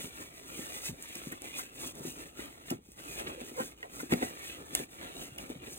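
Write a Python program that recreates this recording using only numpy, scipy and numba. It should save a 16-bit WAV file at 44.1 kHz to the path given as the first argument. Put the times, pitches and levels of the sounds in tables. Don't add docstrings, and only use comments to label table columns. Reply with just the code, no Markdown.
import sys
import numpy as np
from scipy import signal
from scipy.fft import rfft, irfft
from scipy.io import wavfile
from scipy.ndimage import uniform_filter1d
from numba import njit

SR = 44100
rng = np.random.default_rng(int(sys.argv[2]) if len(sys.argv) > 2 else 0)


def to_wav(s):
    ch = np.atleast_2d(s).T
    pcm = np.round(np.clip(ch, -1, 1) * 32767)
    wavfile.write(sys.argv[1], SR, pcm.astype(np.int16))


N = 255156
TIME = np.arange(N) / SR
FREQ = np.arange(N // 2 + 1) * SR / N


def undb(db):
    return 10 ** (np.asarray(db) / 20)


def unit(x):
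    return x / np.sqrt(np.mean(x ** 2))


def colour(x, points):
    hz, db = np.transpose(points)
    return irfft(rfft(x) * undb(np.interp(np.log(FREQ + 1), np.log(hz), db)), N)


def around(x, hz, octaves):
    f = np.arange(len(x) // 2 + 1) * SR / len(x) + 1
    return irfft(rfft(x) / (1 + (np.log2(f / hz) / octaves) ** 4), len(x))


def wander(rate_hz):
    steps = rng.standard_normal(4096)
    return 1.2 * np.interp(TIME * rate_hz, np.arange(len(steps)), steps)


def add(track, start_s, sound):
    start = max(int(start_s * SR), 0)
    track[start:start + len(sound)] += sound[:N - start]


@njit
def resonate(x, hz, width_hz):
    y, band_state, low_state = np.empty(len(x)), 0., 0.
    for i in range(len(x)):
        g, damping = np.tan(np.pi * hz[i] / SR), width_hz / hz[i]
        band = (band_state + g * (x[i] - low_state)) / (1 + g * (g + damping))
        band_state, low_state = 2 * band - band_state, low_state + 2 * g * band
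        y[i] = damping * band
    return y


def workshop_air(level_db):
    spectrum_hz_db = [(25, -4), (55, 16), (150, 7), (500, -9), (16000, -74)]
    return unit(colour(rng.standard_normal(N), spectrum_hz_db)) * undb(level_db)


def bag_echoes(x, t60_s, level_db):
    t = TIME[:16384]
    tails = rng.standard_normal((2, len(t))) * np.exp(-np.log(1000) * t / t60_s)
    tails = tails / np.sqrt(np.sum(tails ** 2, axis=1, keepdims=True))
    return undb(level_db) * signal.fftconvolve(x[None], tails, axes=1)[:, :N]


# freq_hz, lead_rad
PORT_PHASE = [(0, 0), (300, -.4), (700, -2.2), (1050, -3), (1400, -3), (2100, -4.1), (3300, -3.7),
              (5300, -np.pi), (8400, 0), (15000, 2 * np.pi), (22050, 13)]


def microphone_ports(x):
    lead = np.interp(FREQ, *np.transpose(PORT_PHASE))
    return np.array([x, irfft(rfft(x) * np.exp(-1j * lead), N)])


# pitch_hz, level_db
HANDLE_RESONANCES = [(678, -14), (810, -9), (1335, 4.5), (1540, -1), (1940, 3.5), (2220, -4.5),
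                     (2540, -3.5), (2850, -1), (3450, -10)]


def handle_ring(centre_hz, t60_s, octaves):
    ring, t = 0, TIME[:4096]
    for hz, mode_db in HANDLE_RESONANCES:
        detune, phase = rng.standard_normal(2)
        size = undb(mode_db) / (1 + (np.log2(hz / centre_hz) / octaves) ** 2)
        ring = ring + size * np.sin(2 * np.pi * (hz * (1 + .008 * detune) * t + phase))
    return ring * np.exp(-np.log(1000) * t / t60_s)


def handle_creak(peak_s, pitch_hz, swell_s, release_s, jitter, overtone_db, level_db):
    phase = 2 * np.pi * np.cumsum(pitch_hz * (1 + jitter * wander(250))) / SR
    judder = sum(undb(overtone_db * k) * np.sin((k + 1) * phase) for k in range(3))
    flank_s = np.where(TIME < peak_s, swell_s, release_s)
    return unit(judder) * np.exp(-((TIME - peak_s) / flank_s) ** 2) * undb(level_db)


# start_s, relative_db, centre_hz, t60_s
HANDLE_KNOCKS = [(2.7085, -36, 690, 0.042), (2.7138, -41.5, 1300, 0.073), (2.722, -36.5, 676, 0.046),
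                 (3.601, -34.5, 810, 0.062), (3.829, -33.5, 2000, 0.037), (4.1215, -29, 2370, 0.03),
                 (4.1235, -27.5, 690, 0.054), (4.1362, -22.5, 2360, 0.012), (4.226, -31, 1910, 0.07),
                 (4.2275, -41, 750, 0.026), (4.7508, -21.5, 2500, 0.0084), (4.753, -25, 725, 0.01),
                 (5.3846, -36, 3030, 0.025)]


def handle_clacks(crack_db, crack_s, gain_db):
    out, t = np.zeros(N), TIME[:4096]
    for start_s, db, centre_hz, t60_s in HANDLE_KNOCKS:
        ring = handle_ring(centre_hz, t60_s, octaves=0.24)
        decay_energy = np.sum(np.exp(-2 * np.log(1000) * t / t60_s))
        ring = ring / np.sqrt(np.sum(ring ** 2) / decay_energy)
        crack = unit(around(rng.standard_normal(len(t)), centre_hz, 0.84)) * np.exp(-t / crack_s)
        add(out, start_s, (ring + undb(crack_db) * crack) * undb(db + gain_db))
    return signal.sosfilt(signal.butter(2, 400, "highpass", fs=SR, output="sos"), out)


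# pitch_hz, level_db, t60_s
METAL_MODES = [(3170, 1, 0.008), (7240, 6.5, 0.0048), (9300, 20.5, 0.0013), (10500, 12, 0.0019),
               (14800, -6, 0.0018)]
# start_s, relative_db, treble_tilt_db, contact_s
METAL_CONTACTS = [(1.0251, -28.5, 2, 0.00076), (1.4201, -30.5, -14, .0011), (1.954, -37, -18, .0008),
                  (2.919, -41, 10, .003), (4.1362, -23.5, -24, .0008), (4.751, -10.5, 3, 0.0002),
                  (4.751, -29, 3, 0.00024), (5.3826, -32, -24, 0.001), (5.384, -34, -20, 0.00071),
                  (5.5, -38, -22, .001)]


def metal_ticks(crack_hz, crack_db, gain_db):
    out, t = np.zeros(N), TIME[:2048]
    for start_s, db, treble_tilt_db, contact_s in METAL_CONTACTS:
        ring = 0
        for hz, mode_db, t60_s in METAL_MODES:
            detuned_hz = hz * (1 + .015 * rng.standard_normal())
            size = undb(mode_db + treble_tilt_db * hz / (hz + 3500))
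            ring = ring + size * np.sin(2 * np.pi * detuned_hz * t) * np.exp(-np.log(1000) * t / t60_s)
        crack = unit(around(rng.standard_normal(len(t)), crack_hz, 1.4)) * np.exp(-t / contact_s)
        onset_rms = np.sqrt(np.mean(ring[:30] ** 2))
        add(out, start_s, (ring / onset_rms + undb(crack_db) * crack) * undb(db + gain_db))
    return out


# peak_s, level_db, half_length_s, centre_hz
SEAM_SCRAPES = [(0.862, -41.5, 0.027, 6440), (1.1544, -38, 0.0022, 7885), (1.156, -39.5, 0.0028, 1890),
                (1.324, -41.5, 0.0057, 9050), (1.325, -36.5, 0.0044, 1820), (1.59, -35.5, 0.0059, 1310),
                (1.591, -39.5, 0.01, 9500), (2.7035, -34.5, 0.0032, 2730), (2.7056, -32, 0.0024, 9000),
                (3.2, -42, 0.014, 1950), (3.207, -43, 0.028, 500), (3.274, -38, 0.0087, 2460),
                (3.612, -39, 0.017, 1950), (3.848, -46, 0.021, 645), (4.005, -38, 0.0072, 1150),
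                (4.124, -34.5, 0.012, 2250)]


def seam_scuffs(ring_db, ring_t60_s):
    out, t = np.zeros(N), TIME[:4096] - 2048 / SR
    for peak_s, db, half_s, hz in SEAM_SCRAPES:
        grit = rng.laplace(size=len(t)) * np.exp(-(t / half_s) ** 2)
        ring = signal.fftconvolve(grit, handle_ring(hz, ring_t60_s, octaves=.25))[:len(t)]
        scrape = around(grit, hz, octaves=0.78) + undb(ring_db) * ring
        scrape_rms = np.sqrt(np.sum(scrape ** 2) / (half_s * SR))
        add(out, peak_s + t[0], scrape / scrape_rms * undb(db))
    return out


# pitch_hz, width_hz, level_db
BAG_RESONANCES = [(87.5, 50, 5), (137.5, 44, 8), (179.6, 25, 3.5), (253.6, 58, 6.5), (334, 95, 3.5),
                  (386, 31, 0.5), (493, 97, -5), (805, 204, 13)]
# start_s, relative_db, pitch_hz
WALL_THUDS = [(0.045, -39, 251), (0.594, -36.5, 295), (0.893, -36.5, 195), (0.917, -40.5, 159),
              (1.162, -43, 286), (1.272, -35, 225), (1.326, -40, 320), (1.861, -41, 228), (2.005, -40, 206),
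              (2.052, -34, 253), (2.075, -38, 226), (2.394, -39.5, 350), (2.715, -28, 275),
              (2.723, -38, 370), (2.74, -38.5, 164), (2.79, -48.5, 240), (2.889, -50, 211),
              (3.297, -39.5, 450), (3.417, -39, 394), (3.516, -45.5, 320), (3.606, -31.5, 320),
              (4.033, -34, 316), (4.1241, -23, 250), (4.1296, -22.5, 200), (4.14, -25, 293),
              (4.178, -40, 340), (4.222, -30.5, 440), (4.23, -26.5, 385), (4.8, -34.5, 303),
              (4.807, -34.5, 243), (5.321, -48.5, 110), (5.502, -34, 358), (5.561, -42, 163)]


def wall_bumps(contact_cycles, buckle_db, buckle_s, settle_db, settle_s, gain_db):
    out, t, lead_in = np.zeros(N), TIME[:8192], 512
    bag = sum(undb(db) * width * np.exp(-np.pi * width * t) * np.cos(2 * np.pi * hz * t)
              for hz, width, db in BAG_RESONANCES)
    aftershake = undb(buckle_db) * np.exp(-t / buckle_s) + undb(settle_db) * np.exp(-t / settle_s)
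    for start_s, db, hz in WALL_THUDS:
        blow = np.exp(-t * hz / contact_cycles)
        push = blow / blow.sum() + aftershake * rng.standard_normal(len(t))
        boom = signal.fftconvolve(push, bag)[:len(t)]
        thud = around(np.pad(boom, (lead_in, 0)), hz, octaves=0.85)
        loudest_rms = np.sqrt(uniform_filter1d(thud ** 2, size=260).max())
        add(out, start_s - lead_in / SR, thud / loudest_rms * undb(db + gain_db))
    return out


def slips(per_s, spread_db):
    caught = rng.random(N) < per_s / SR
    return caught * rng.standard_normal(N) * undb(spread_db * np.minimum(rng.exponential(size=N), 4))


def rubbing(grains, level_db, flutter_db, flutter_hz):
    return unit(grains * undb(flutter_db * wander(flutter_hz))) * undb(level_db)


HOLLOW_PITCHES = [396, 540, 700, 918, 1163, 1327, 1662, 1937, 2296, 2560, 2900, 3450]


def fold_hollows(x, width_hz, drift, swing_db, direct_db):
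    rings = sum(resonate(x, hz * np.exp(drift * wander(9)), width_hz) * undb(swing_db * wander(18))
                for hz in HOLLOW_PITCHES)
    rings = rings + undb(direct_db) * x
    return rings / np.sqrt(uniform_filter1d(rings ** 2, size=1500) + 1e-18)


# freq_hz, level_db
WEAVE_SPECTRUM = [(1500, -22), (3500, -7), (5400, -3), (6600, 0), (7700, -1.5), (8500, 0), (11000, -2),
                  (13500, -4.5), (16000, -8)]
CRUMPLE_SPECTRUM = [(500, -11), (1200, -6.5), (1550, 0), (2000, 5.5), (2500, 7), (3100, 3), (4000, 6),
                    (5500, -18), (10000, -28)]
BUCKLE_SPECTRUM = [(200, -23), (450, 5), (680, 4), (1000, 1.5), (1400, 1.5), (2200, -31), (5000, -49)]
WALL_SPECTRUM = [(25, -36), (55, 1.5), (105, -4.5), (170, 1), (215, -1), (290, 6), (400, 0.5), (520, -2),
                 (750, -6.5), (1500, -13), (4000, -50)]


def cloth(hiss_db, crumple_db, rumble_db):
    threads = colour(slips(per_s=13000, spread_db=-1.5), WEAVE_SPECTRUM)
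    snaps = slips(per_s=1000, spread_db=1.5)
    creases = fold_hollows(snaps, width_hz=72., drift=0.05, swing_db=6.5, direct_db=-8.5)
    tugs = colour(slips(per_s=3000, spread_db=0), WALL_SPECTRUM)
    hiss = rubbing(threads, hiss_db, flutter_db=1.65, flutter_hz=56)
    crumpling = rubbing(colour(creases, CRUMPLE_SPECTRUM), crumple_db, flutter_db=0.38, flutter_hz=55)
    buckle_db = (crumple_db + rumble_db) / 2 - 6
    buckling = rubbing(colour(creases, BUCKLE_SPECTRUM), buckle_db, flutter_db=3.5, flutter_hz=60)
    rumble = rubbing(tugs, rumble_db, flutter_db=2.4, flutter_hz=50)
    return hiss + crumpling + buckling + rumble


# fastest_s, swell_s, release_s, hiss_db, crumple_db, rumble_db
HAND_STROKES = [(0.035, 0.16, 0.042, -42.5, -48.5, -51), (0.215, 0.1, 0.063, -49.5, -53, -54),
                (0.38, 0.05, 0.035, -55.5, -56.5, -64), (0.635, 0.17, 0.11, -46.5, -50.5, -50.5),
                (0.77, 0.11, 0.06, -45, -49, -56), (0.872, 0.042, 0.032, -38, -45, -57),
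                (1.04, 0.056, 0.082, -51, -55.5, -64), (1.2, 0.15, 0.13, -48.5, -51.5, -59),
                (1.324, 0.02, 0.054, -65, -55, -50.5), (1.465, 0.047, 0.035, -48.5, -49.5, -51),
                (1.588, 0.075, 0.061, -43.5, -47, -52), (1.845, 0.071, 0.064, -41.5, -48.5, -49.5),
                (1.98, 0.078, 0.078, -55, -61, -48.5), (2.074, 0.044, 0.059, -44, -52, -54.5),
                (2.21, 0.069, 0.076, -49.5, -53.5, -51), (2.403, 0.032, 0.093, -49, -49.5, -49),
                (2.705, 0.041, 0.036, -48.5, -52, -56), (2.92, 0.077, .04, -48.5, -62, -75),
                (2.999, 0.035, 0.019, -49, -53, -50.5), (3.12, 0.1, 0.09, -46, -50.5, -51.5),
                (3.197, 0.03, 0.036, -44, -44.5, -45), (3.279, 0.041, 0.097, -52.5, -51, -45),
                (3.41, 0.018, 0.04, -51.5, -51, -49), (3.49, 0.048, 0.024, -49, -53.5, -53.5),
                (3.608, 0.057, 0.08, -45, -52, -50), (4.0, 0.069, 0.058, -45.5, -53.5, -50),
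                (4.131, 0.024, 0.012, -41.5, -42.5, -34.5), (4.234, 0.087, 0.092, -45, -47, -45),
                (4.48, 0.14, 0.12, -48, -49.5, -56), (4.62, 0.064, 0.077, -65, -70, -50.5),
                (4.79, 0.071, 0.048, -43.5, -46, -47.5), (4.95, 0.073, 0.029, -54.5, -60.5, -57),
                (5.035, 0.051, 0.094, -52.5, -48.5, -48), (5.225, 0.094, 0.06, -47, -51, -47),
                (5.411, 0.033, 0.067, -51, -53.5, -45), (5.515, 0.023, 0.022, -52, -54, -51),
                (5.679, 0.1, 0.023, -62, -55.5, -49.5), (5.77, 0.13, 0.059, -48, -59, -55)]
# centre_s, half_length_s, dip_db
ARM_HALTS = [(1.937, 0.013, -7), (2.326, 0.02, -3.5), (2.801, 0.035, -7.5), (2.891, 0.091, -11),
             (3.762, 0.025, -7), (3.88, 0.012, -5), (4.885, 0.029, -5), (5.602, 0.019, -4)]


def hand_levels(lean_db, swell_shape, release_shape):
    power = undb(np.array(lean_db)[:, None]) ** 2
    for fastest_s, swell_s, release_s, *layers_db in HAND_STROKES:
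        gap_s = np.abs(TIME - fastest_s)
        swell = (gap_s / swell_s) ** swell_shape
        release = (gap_s / release_s) ** release_shape
        speed = np.exp(-np.minimum(np.where(TIME < fastest_s, swell, release), 20))
        power = power + np.outer(undb(layers_db), speed) ** 2
    halts_db = sum(db * np.exp(-((TIME - centre_s) / half_s) ** 4) for centre_s, half_s, db in ARM_HALTS)
    return 10 * np.log10(power) + halts_db


def scene():
    hiss_db, crumple_db, rumble_db = hand_levels((-60.5, -61, -59), swell_shape=1.89, release_shape=1.67)
    knocks = wall_bumps(contact_cycles=0.084, buckle_db=-27.5, buckle_s=0.0097,
                        settle_db=-39, settle_s=0.028, gain_db=-1)
    knocks += seam_scuffs(ring_db=-32, ring_t60_s=0.028)
    knocks += metal_ticks(crack_hz=10000, crack_db=-6, gain_db=-4.5)
    knocks += handle_clacks(crack_db=-3.5, crack_s=0.0015, gain_db=1)
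    knocks += handle_creak(peak_s=3.6, pitch_hz=503, swell_s=0.023, release_s=0.013,
                           jitter=0.05, overtone_db=-5.5, level_db=-32.5)
    front = cloth(hiss_db, crumple_db, rumble_db) + knocks
    sides = np.array([cloth(hiss_db - 14, crumple_db - 2.5, rumble_db - 7) for _ in range(2)])
    air = workshop_air(level_db=-65)
    echoes = bag_echoes(knocks, t60_s=0.074, level_db=-10)
    return microphone_ports(front + air) + sides + echoes


def record(dry):
    return signal.sosfilt(signal.ellip(10, .2, 80, 15900, fs=SR, output="sos"), dry)


dry = scene()
out = record(dry)
to_wav(out)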